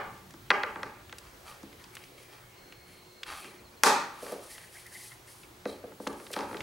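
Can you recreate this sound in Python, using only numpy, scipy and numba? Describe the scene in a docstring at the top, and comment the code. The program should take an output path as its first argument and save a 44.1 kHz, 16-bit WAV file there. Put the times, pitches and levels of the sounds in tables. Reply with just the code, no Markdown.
"""Workshop bench: bar clamps are dropped, slid and shifted around a small wooden hull.
Knocks excite decaying modes of bench, hull and steel bar; ticks, rasp and squeaks are shaped band noise.
Hands and sleeves rub as grains of noise, the bar scrapes as slips through resonances.
The shop answers with a late, dense echo by convolution with decaying noise; first wall echoes are struck too.
Mains hum, a high whine and a far bird are sines; room rumble and hiss are banded noise."""
import sys
import numpy as np
from scipy import signal
from scipy.fft import rfft, irfft
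from scipy.io import wavfile
from numba import njit

SR = 44100
rng = np.random.default_rng(int(sys.argv[2]) if len(sys.argv) > 2 else 0)


def wrap_up_sound(samples):
    """Save the sound to the file named by the first command line argument, as 16-bit audio."""
    columns = np.atleast_2d(samples).T
    # keep every value between -1 and 1, then stretch to whole-number steps
    tamed = np.clip(columns, -1, 1)
    steps = np.round(tamed * 32767).astype(np.int16)
    wavfile.write(sys.argv[1], SR, steps)


N = 291942   # samples


def from_db(db):
    """Logarithmic level: decibels to amplitude gain."""
    return 10 ** (np.asarray(db) / 20)


def rms_one(x):
    """Power normalisation: scale to rms 1."""
    return x / np.sqrt(np.mean(x ** 2) + 1e-20)


def at_hz(points, hz):
    """Spectral interpolation: read a curve on a log-frequency axis."""
    curve = np.array(points)
    return np.interp(np.log(hz), np.log(curve[:, 0]), curve[:, 1])


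def band_filter(x, low_hz, high_hz):
    """Band limitation: a Butterworth filter passes low_hz to high_hz."""
    return signal.sosfilt(signal.butter(2, [low_hz, high_hz], "band", fs=SR, output="sos"), x)


def drift(rate_hz):
    """Random modulation: noise through two poles at rate_hz, rms 1, drawn every 40 samples."""
    r = np.exp(-2 * np.pi * rate_hz * 40 / SR)
    noise = rng.standard_normal(N // 40 + 2002)
    slow = signal.lfilter([1], [1, -2 * r, r * r], noise)[2000:]   # settled part
    return np.interp(np.arange(N) / 40, np.arange(len(slow)), rms_one(slow))


def ring(clicks, hz, t60):
    """Damped oscillation: a unit click starts a sine that falls 60 dB in t60 seconds."""
    r = from_db(-60 / (t60 * SR))
    w = 2 * np.pi * hz / SR
    return signal.lfilter([0, np.sin(w)], [1, -2 * r * np.cos(w), r * r], clicks + 1e-18)


def bands(size, likeness):
    """Interchannel correlation: half-octave noise bands mix a common and an opposed part."""
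    edges = 25 * 2 ** np.arange(0, 9.6, .5)
    white = rng.standard_normal((2, 2, size))
    for k, (low, high) in enumerate(zip(edges, edges[1:])):
        centre_hz = np.sqrt(low * high)
        mid, side = band_filter(white[k % 2], low, high)
        alike = np.clip(at_hz(likeness, centre_hz), 0, 1)
        yield centre_hz, np.sqrt(1 + alike) * mid + np.sqrt(1 - alike) * side * [[1], [-1]]


def struck(modes, times, blow_db, damping=1, tilt_db=0):
    """Modal superposition: each blow excites every mode with its own random strength and a given tilt."""
    at = (np.array(times) * SR).astype(int)
    out = np.zeros(N)
    spread_db = rng.normal(0, 2.0 * damping, (len(at), len(modes)))
    for k, (hz, level_db, t60) in enumerate(modes):
        mode_db = blow_db + level_db + spread_db[:, k] + tilt_db * np.log2(hz / 1400)
        clicks = np.zeros(N)
        clicks[at] = (-1) ** k * from_db(mode_db)   # neighbouring modes in opposite polarity
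        out += ring(clicks, hz, t60 * damping) / np.sqrt(damping)
    return out


def add(out, s, sound):
    """Linear superposition: mix a short sound in at s seconds."""
    i = int(s * SR)
    out[i:i + len(sound)] += sound[:N - i]


def burst(low_hz, high_hz, t60, noise, rise_ms=0):
    """Transient envelope: band noise rises, then decays exponentially; peak 1."""
    t = np.arange(len(noise)) / SR
    rise = np.minimum(1, (1000 * t + .02) / max(rise_ms, .02)) ** 2
    decay = from_db(-60 * np.maximum(t - rise_ms / 1000, 0) / max(t60, .002))
    x = band_filter(noise * rise * decay, low_hz, min(high_hz, 17000))
    return x / np.abs(x).max()


# Spectrum of the room noise, relative per hertz: pitch_hz, level_db
AIR_SPECTRUM = [(15, -42), (25, -16), (96, -6), (276, -15.5), (362, -3), (425, -8), (1930, -14),
                (2150, -16), (3790, -18), (4330, -47), (5100, -20.5), (14600, -26.5), (15800, -28)]
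# Course of the room noise: start_s, rumble_level_db, hiss_level_db
AIR_COURSE = [(0.0, -55, -54.5), (0.94, -57.5, -56), (1.4, -59, -54), (3.41, -63, -57), (4.151, -62.5, -54),
              (4.57, -62, -56), (5.55, -61.5, -55.5), (6.03, -61.5, -55.5), (6.42, -62, -57),
              (6.62, -54, -48.5)]
# Correlation of the room noise: pitch_hz, left_right_likeness (0 to 1)
AIR_LIKENESS = [(60, 1), (180, 0.95), (550, 0.47), (1650, 0.049), (4970, 0.62), (12000, 1)]
# Mains hum and high whine, about which the level drifts: pitch_hz, level_db (rms)
HUMS = [(120, -72), (360.7, -68), (15735, -71)]


def air(patchy_db=3.0):
    """Noise spectrum: drifting bands form rumble and hiss, under steady-pitched hum and whine."""
    t = np.arange(N) / SR
    s, rumble_db, hiss_db = np.transpose(AIR_COURSE)
    layers = np.zeros((2, 2, N))   # rumble below 300 Hz, hiss above
    for hz, noise in bands(N, AIR_LIKENESS):
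        wander_db = patchy_db * np.sqrt(min(1, 400 / hz)) * drift(6)
        layers[int(hz > 300)] += from_db(at_hz(AIR_SPECTRUM, hz) + wander_db) * noise
    out = sum(from_db(np.interp(t, s, db)) * rms_one(x) for db, x in zip((rumble_db, hiss_db), layers))
    for hz, db in HUMS:
        gain = np.sqrt(2) * from_db(db + 2.5 * drift(4))
        out += gain * np.sin(2 * np.pi * hz * t + .5 * drift(4))
    return out


# Reverberation time: pitch_hz, t60_s
ECHO_T60 = [(150, 0.96), (500, 0.45), (1200, 0.62), (3000, 0.57), (7000, 0.41), (14000, 0.35)]
# Echo spectrum, relative: pitch_hz, level_db
ECHO_SPECTRUM = [(150, -7.5), (500, 7), (1500, 2.5), (4000, -2.5), (12000, -6.5)]
# Correlation of the echo: pitch_hz, left_right_likeness (0 to 1)
ECHO_LIKENESS = [(150, 0.93), (600, 0.96), (2000, 0.56), (6000, 0.76), (12000, 1)]
EARLY_DB, WALL_S, WALL_RISE_S = -5.5, 0.021, 0.006   # near surfaces first, the walls answer later


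def workshop(x):
    """Reverberant decay: convolution with noise that dies band by band, weaker until the walls answer."""
    t = np.arange(SR) / SR
    tail = sum(from_db(at_hz(ECHO_SPECTRUM, hz) - 60 * t / at_hz(ECHO_T60, hz)) * noise
               for hz, noise in bands(SR, ECHO_LIKENESS))
    early = np.clip(1 - (t - WALL_S) / WALL_RISE_S, 0, 1)
    tail *= from_db(EARLY_DB * early) * (t > .003)
    tail /= np.sqrt(np.sum(tail ** 2) / 2)
    return signal.fftconvolve(x[None], tail, axes=1)[:, :N]


# Modes of the bench as heard directly: pitch_hz, level_db, t60_s
BENCH = [(167.6, -11, 0.19), (209.2, -1, 0.15), (276, -4.5, 0.15), (334, -2.5, 0.21)]
# Modes of the wooden hull as heard directly: pitch_hz, level_db, t60_s
HULL = [(385, 1, 0.026), (401, -0.5, 0.075), (485, 0.5, 0.076), (525.6, 1, 0.089), (606.5, -2.5, 0.069),
        (712, -3.5, 0.044)]
# Modes of the steel bar as heard directly: pitch_hz, level_db, t60_s
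BAR = [(866, -3.5, 0.051), (1011, -1, 0.026), (1179, -6, 0.071), (1293, -3, 0.042), (1434, -4, 0.021),
       (1564, -3.5, 0.053), (1620, 4.5, 0.011), (1936, -1.5, 0.029), (2120, -2, 0.014), (2540, -8, 0.023),
       (2830, -16.5, 0.017), (3470, -8.5, 0.0098), (3360, 0.5, 0.0046), (4670, -9, 0.0018)]
# One blow before the start: bench_level_db, hull_level_db, bar_level_db
EARLIER_BLOW = (-64, -39, -25.5)
SPREAD_DAMPING = .3   # heard from all sides the modes blur: base share of ring time in the echo


def earlier_knock():
    """Residual reverberation: only the echo of a knock 40 ms before the start is heard."""
    blow = sum(struck(body, [0], db, SPREAD_DAMPING) for body, db in zip((BENCH, HULL, BAR), EARLIER_BLOW))
    lead = int(.04 * SR)
    return np.roll(workshop(blow), -lead, axis=1) * (np.arange(N) < SR)


# Small ticks of trigger and jaw: start_s, level_db (peak), pitch_hz, width_octaves (above the pitch)
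TICKS = [(0.3065, -40, 2460, 1.6), (1.095, -37.5, 2330, .6), (1.1833, -33, 3320, 1.5),
         (1.728, -39, 2080, 0.47), (1.8395, -38.5, 4330, 0.31), (1.952, -33.5, 2680, 2),
         (1.9677, -33, 2800, 0.28), (2.038, -38.5, 3120, 0.91), (2.7229, -36.5, 2160, 0.62),
         (3.2315, -25, 3360, .4), (4.58, -35.5, 2120, .73), (4.8648, -37.5, 2070, 2.8),
         (5.1175, -43, 2010, 1.1), (5.432, -42, 3020, 0.36), (6.0715, -25, 2550, 1.2),
         (6.1286, -40, 5740, 0.68), (6.266, -35.5, 2580, 0.61), (6.3143, -37, 9330, 1.1),
         (6.337, -25.5, 3250, 0.26), (6.568, -32, 2800, 0.51), (6.6052, -27, 2400, 0.49)]
# One swelling rasp of the jaw: start_s, level_db (peak), pitch_hz, width_octaves (above the pitch)
RASP = (6.323, -27, 4200, 1.4)
TICK_T60_S, TICK_RISE_MS = 0.026, 0.73
RASP_T60_S, RASP_RISE_MS = .04, 11


def ticks():
    """Impulsive excitation: short dry noise snaps around their own pitch, and one slower rasp."""
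    out = np.zeros(N)
    shapes = [(TICK_T60_S, TICK_RISE_MS)] * len(TICKS) + [(RASP_T60_S, RASP_RISE_MS)]
    noises = rng.standard_normal((len(shapes), 3000))
    for (s, db, hz, octaves), (t60, rise_ms), noise in zip(TICKS + [RASP], shapes, noises):
        snap = burst(hz / 2.2, hz * 2 ** max(octaves, .2), t60, noise, rise_ms)
        add(out, s, from_db(db) * snap)
    return out


# Knocks, and the first wall echoes of the hardest ones: start_s, crack_level_db, bench_level_db,
# hull_level_db, bar_level_db, bar_tilt_db_per_octave, room_level_db (before the send factor)
KNOCKS = [(0.3386, -43, -47, -59, -48, -7, -14), (0.504, -17, -54, -29, -15.5, 4, -11.5),
          (0.5089, -32, -38.5, -54, -22.5, 5, -6), (0.5139, -36, -68, -47, -19.5, 3.5, -1),
          (0.6343, -33, -58.5, -36, -24.5, 5, -7), (0.7587, -62, -43.5, -46, -33.5, -3.5, -4.5),
          (0.831, -30.5, -50, -43.5, -31, 4, -5.5), (1.1263, -34.5, -63, -49, -39.5, 6.5, -14),
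          (1.6304, -43, -42, -55, -53, -5, -8), (3.265, -45, -77, -70, -47, 5, 1),
          (3.4443, -41, -50, -59, -47, 8, -0.5), (3.8348, -4, -46, -30.5, -16, 1.5, 5),
          (3.8599, -40, -32, -40, -27, -13, -4.5), (3.8674, -28, -51, -55, -25.5, -4, 5),
          (4.2258, -43, -47, -37.5, -62, -10, -4), (4.2645, -40, -63, -45, -41, 0, 0.5),
          (4.3214, -29, -42.5, -33.5, -54, -10, -7), (5.6549, -34.5, -33.5, -29, -34.5, 1, -9.5),
          (5.8394, -63, -44.5, -36.5, -52, -6, -11), (5.9194, -52, -54, -53, -51, -8, -24),
          (5.999, -55, -40.5, -38.5, -49, -16, -10), (6.0678, -53, -35, -34.5, -31.5, -3, -5.5),
          (6.1995, -46, -50.5, -47, -48, 2, -3), (6.3019, -55, -57, -41, -48, -3, -1.5),
          (6.3634, -31, -37.5, -34, -30.5, -8.5, -2), (6.3893, -29, -44, -49, -33.5, -5, -6.5),
          (6.407, -35, -44.5, -59, -40, 7, -2), (6.5117, -50, -44, -42.5, -41, -5, -17),
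          (6.5285, -43, -42.5, -43.5, -40.5, -2, 1.5), (6.5444, -46, -43, -40.5, -36.5, 1, -20)]
KNOCK_LOW_HZ = 156   # knocks carry little below this
CRACK_OCTAVES, CRACK_WIDENS = 1.0, 0.061   # least width above 2800 Hz; octaves more per dB of lead over the bar


def knocks(send):
    """Modal excitation: knocks and first wall echoes sound all modes and a crack; send > 0 feeds the room."""
    s, crack_db, bench_db, hull_db, bar_db, tilt_db, room_db = np.transpose(KNOCKS)
    extra_db = room_db * send
    damping = SPREAD_DAMPING ** send
    out = struck(BENCH, s, bench_db + extra_db, damping)
    out += struck(HULL, s, hull_db + extra_db, damping)
    out += struck(BAR, s, bar_db + extra_db, damping, tilt_db)
    noises = rng.standard_normal((len(s), 2000))
    if send:
        noises = np.tile(signal.unit_impulse(2000), (len(s), 1))   # one clean pulse: an even spectrum
    octaves = CRACK_OCTAVES + CRACK_WIDENS * np.maximum(crack_db - bar_db, 0)
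    for when, db, width, noise in zip(s, crack_db + extra_db + 6 * send, octaves, noises):
        crack = burst(2800, 2800 * 2 ** width, .009, noise, .5 * (1 - send))
        add(out, when, from_db(db) * crack)
    return signal.sosfilt(signal.butter(3, KNOCK_LOW_HZ, "high", fs=SR, output="sos"), out)


# Rubbing strokes: start_s, rise_s, hold_s, hiss_level_db (skin and cloth), scrape_level_db (bar),
# scrape_pitch_hz
STROKES = [(1.198, 0.024, 0.068, -80, -62.5, 1020), (1.439, 0.029, 0.029, -56.5, -51.5, 1230),
           (1.763, 0.035, .02, -67, -61.5, 1950), (1.896, 0.046, .11, -63, -63.5, 2200),
           (2.151, 0.03, 0.046, -62, -61, 2120), (2.285, 0.042, 0.022, -64, -57.5, 1910),
           (2.84, 0.041, .06, -64.5, -62, 2050), (3.252, 0.017, 0.09, -53.5, -45, 1285),
           (3.327, 0.046, 0.056, -53.5, -53, 2430), (3.45, 0.022, 0.079, -65, -62.5, 2000),
           (4.112, 0.12, 0.094, -51, -51.5, 1120), (4.366, 0.064, 0.034, -55.5, -65, 1060),
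           (4.454, 0.051, 0.026, -48.5, -59.5, 1870), (4.55, .03, 0.068, -57, -61, 1920),
           (4.675, 0.067, 0.058, -53, -62, 2110), (4.845, .1, 0.12, -48, -66, 2020),
           (5.241, 0.035, 0.028, -55.5, -66, 2000), (5.314, 0.019, 0.08, -59, -74, 980),
           (5.653, 0.022, 0.025, -57, -50.5, 3920), (5.97, 0.052, .08, -57, -71, 1210),
           (6.14, 0.045, 0.095, -57.5, -71, 1200), (6.283, .04, .03, -55.5, -60, 2070),
           (6.34, 0.02, 0.044, -54.5, -48.5, 1270), (6.466, 0.025, 0.042, -58, -66, 980)]
STROKE_RISE_DB, STROKE_FALL_DB_PER_S = 21, 153   # a stroke climbs by this much, holds, then fades


def strokes():
    """Energy addition: stroke gains sum as powers; the loudest scrape sets the centre pitch."""
    t = np.arange(0, N, 64) / SR
    s, rise_s, hold_s, hiss_db, scrape_db, hz = np.transpose(STROKES)[:, :, None]
    rise_s = np.maximum(rise_s, .005)
    climb_db = STROKE_RISE_DB * np.minimum((t - s) / rise_s - 1, 0)
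    shape_db = climb_db - STROKE_FALL_DB_PER_S * np.maximum(t - s - rise_s - hold_s, 0)
    hiss = from_db(shape_db + hiss_db)
    scrape = from_db(shape_db + scrape_db)
    hiss_gain = np.sqrt(np.sum(hiss ** 2, axis=0))
    scrape_gain = np.sqrt(np.sum(scrape ** 2, axis=0))
    centre_hz = hz[scrape.argmax(axis=0), 0]
    return [np.interp(np.arange(N) / SR, t, c) for c in (hiss_gain, scrape_gain, centre_hz)]


@njit
def moving_resonance(x, hz, r, step):
    """Time-varying resonance: a two-pole filter whose centre moves."""
    y = np.zeros(len(x))
    for i in range(2, len(x)):
        y[i] = x[i] - x[i - 2] + 2 * r * np.cos(step * hz[i]) * y[i - 1] - r * r * y[i - 2]
    return y


# Spectrum of the rubbing hiss, relative per hertz: pitch_hz, level_db
HISS = [(1760, -35), (3000, -3), (3710, -2), (4500, 1), (7180, -1), (9850, 5.5), (15500, -11.5)]
# Resonances of the dragged clamp: pitch_hz, width_hz, level_db
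SCRAPED = [(857, 4.9, 7), (1263, 170, 11), (1860, 25, 3), (2356, 46, 4), (2610, 250, 6.5), (3190, 39, 5),
           (3900, 840, 5), (4520, 50, 0)]


def rubbing(width_hz=240, grain_db=1.6, scrape_per_s=5000):
    """Friction excitation: fine grains hiss; coarser slips drive bar modes and a moving resonance."""
    hiss, scrape, centre_hz = strokes()
    grain_sizes = from_db(grain_db * np.minimum(rng.exponential(1, (2, N)), 5))
    grains = grain_sizes * rng.standard_normal((2, N))
    spectrum = from_db(at_hz(HISS, np.arange(1, N // 2 + 2) * SR / N))
    fine = irfft(rfft(grains[0]) * spectrum, N)
    slips = grains[1] * (rng.random(N) < scrape_per_s * from_db(3 * drift(25)) / SR)
    narrow = rms_one(moving_resonance(slips, centre_hz, np.exp(-np.pi * width_hz / SR), 2 * np.pi / SR))
    broad = rms_one(band_filter(slips, 600, 4000))
    # a resonance of the given width rings for 2.2 / width seconds
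    steel = rms_one(sum(from_db(db) * np.sqrt(width) * ring(slips, hz, 2.2 / width)
                        for hz, width, db in SCRAPED))
    colour = .7 * narrow + .2 * broad + .8 * steel
    flicker = from_db([1.2 * drift(30), 1.5 * drift(30)])
    return hiss * flicker[0] * rms_one(fine) + scrape * flicker[1] * colour


# Thin far whistles, about which pitch and level waver: start_s, end_s, pitch_hz, level_db
WHISTLES = [(2.18, 2.41, 2396, -66), (2.41, 3.22, 2180, -67), (2.3, 2.5, 3200, -75),
            (3.585, 3.625, 2420, -61), (3.66, 3.69, 2420, -62), (3.72, 3.76, 2420, -61)]
# Trill: start_s, end_s
TRILL = [(2.56, 3.01), (3.045, 3.24)]
TRILL_HZ, TRILL_SWEEP_HZ, TRILL_PER_S, TRILL_DB = 4285, 125, 60.5, -60
# Falling chirps: start_s, pitch_hz (at the start)
CHIRPS = [(3.01, 4350), (3.1, 4350), (3.18, 4350), (3.265, 4400), (3.4, 4750), (3.48, 4350), (3.575, 4450),
          (3.638, 4550), (3.66, 4400), (3.762, 4450), (4.115, 4400)]
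CHIRP_S, CHIRP_FALL_HZ, CHIRP_DB = .032, 480, -59


def bird():
    """Frequency modulation: a fast trill of small sweeps, falling chirps and thin wavering whistles."""
    t = np.arange(N) / SR
    singing = sum((t > start) & (t < end) for start, end in TRILL)
    beat = t * TRILL_PER_S % 1
    trill_hz = TRILL_HZ + TRILL_SWEEP_HZ * np.cos(2 * np.pi * beat)
    tone = np.sin(2 * np.pi * np.cumsum(trill_hz) / SR)
    pulse = .7 - .3 * np.cos(2 * np.pi * beat - .8)
    out = from_db(TRILL_DB) * singing * pulse * tone
    part = np.linspace(0, 1, int(CHIRP_S * SR))
    for s, hz in CHIRPS:
        chirp = np.sin(2 * np.pi * np.cumsum(hz - CHIRP_FALL_HZ * part) / SR)
        add(out, s, from_db(CHIRP_DB) * np.sin(np.pi * part ** 1.2) * chirp)
    for start, end, hz, db in WHISTLES:
        fade = np.clip(np.minimum(t - start, end - t) / .02, 0, 1)
        gain = fade * from_db(db + 2.0 * drift(42))
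        out += gain * np.sin(2 * np.pi * np.cumsum(hz + 15 * drift(24.5)) / SR)
    return out


# Dry squeaks of the jaw on the bar: start_s, level_db (rms before the swell), pitch_hz
SQUEAKS = [(4.4932, -60, 2080), (4.542, -54, 1970), (4.598, -62, 1710), (4.6254, -51.5, 1880),
           (4.739, -53.5, 1760), (4.759, -51.5, 2150), (4.853, -49, 1960), (4.9125, -54, 1770),
           (4.946, -47.5, 1960), (4.99, -52, 2050), (5.03, -56, 1970), (5.041, -57, 2440),
           (5.106, -51.5, 2010), (5.2729, -58, 1880), (5.426, -59, 2270)]
SQUEAK_S = 0.034


def squeaks(width_hz=330):
    """Narrow-band friction noise: short half-sine swells around one pitch each."""
    out = np.zeros(N)
    swell = np.sin(np.pi * np.minimum(np.arange(6000) / SR / SQUEAK_S, 1))
    for (s, db, hz), noise in zip(SQUEAKS, rng.standard_normal((len(SQUEAKS), 6000))):
        narrow = band_filter(noise, hz - width_hz / 2, hz + width_hz / 2)
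        add(out, s, from_db(db) * rms_one(narrow) * swell)
    return out


def scene():
    """Superposition of fields: near sounds a little left of centre, their dense echo and the background."""
    small = ticks() + squeaks() + rubbing()
    echo = workshop(knocks(send=0.88) + from_db(-15.0) * small)
    near = (knocks(send=0) + small) * from_db([[.3], [-.3]])
    return near + echo + earlier_knock() + bird() + air()


CUTOFF_HZ = 15900


def record(dry):
    """Band limitation: a steep elliptic low-pass removes the top."""
    return signal.sosfilt(signal.ellip(20, .5, 110, CUTOFF_HZ, fs=SR, output="sos"), dry)


dry = scene()
out = record(dry)
wrap_up_sound(out)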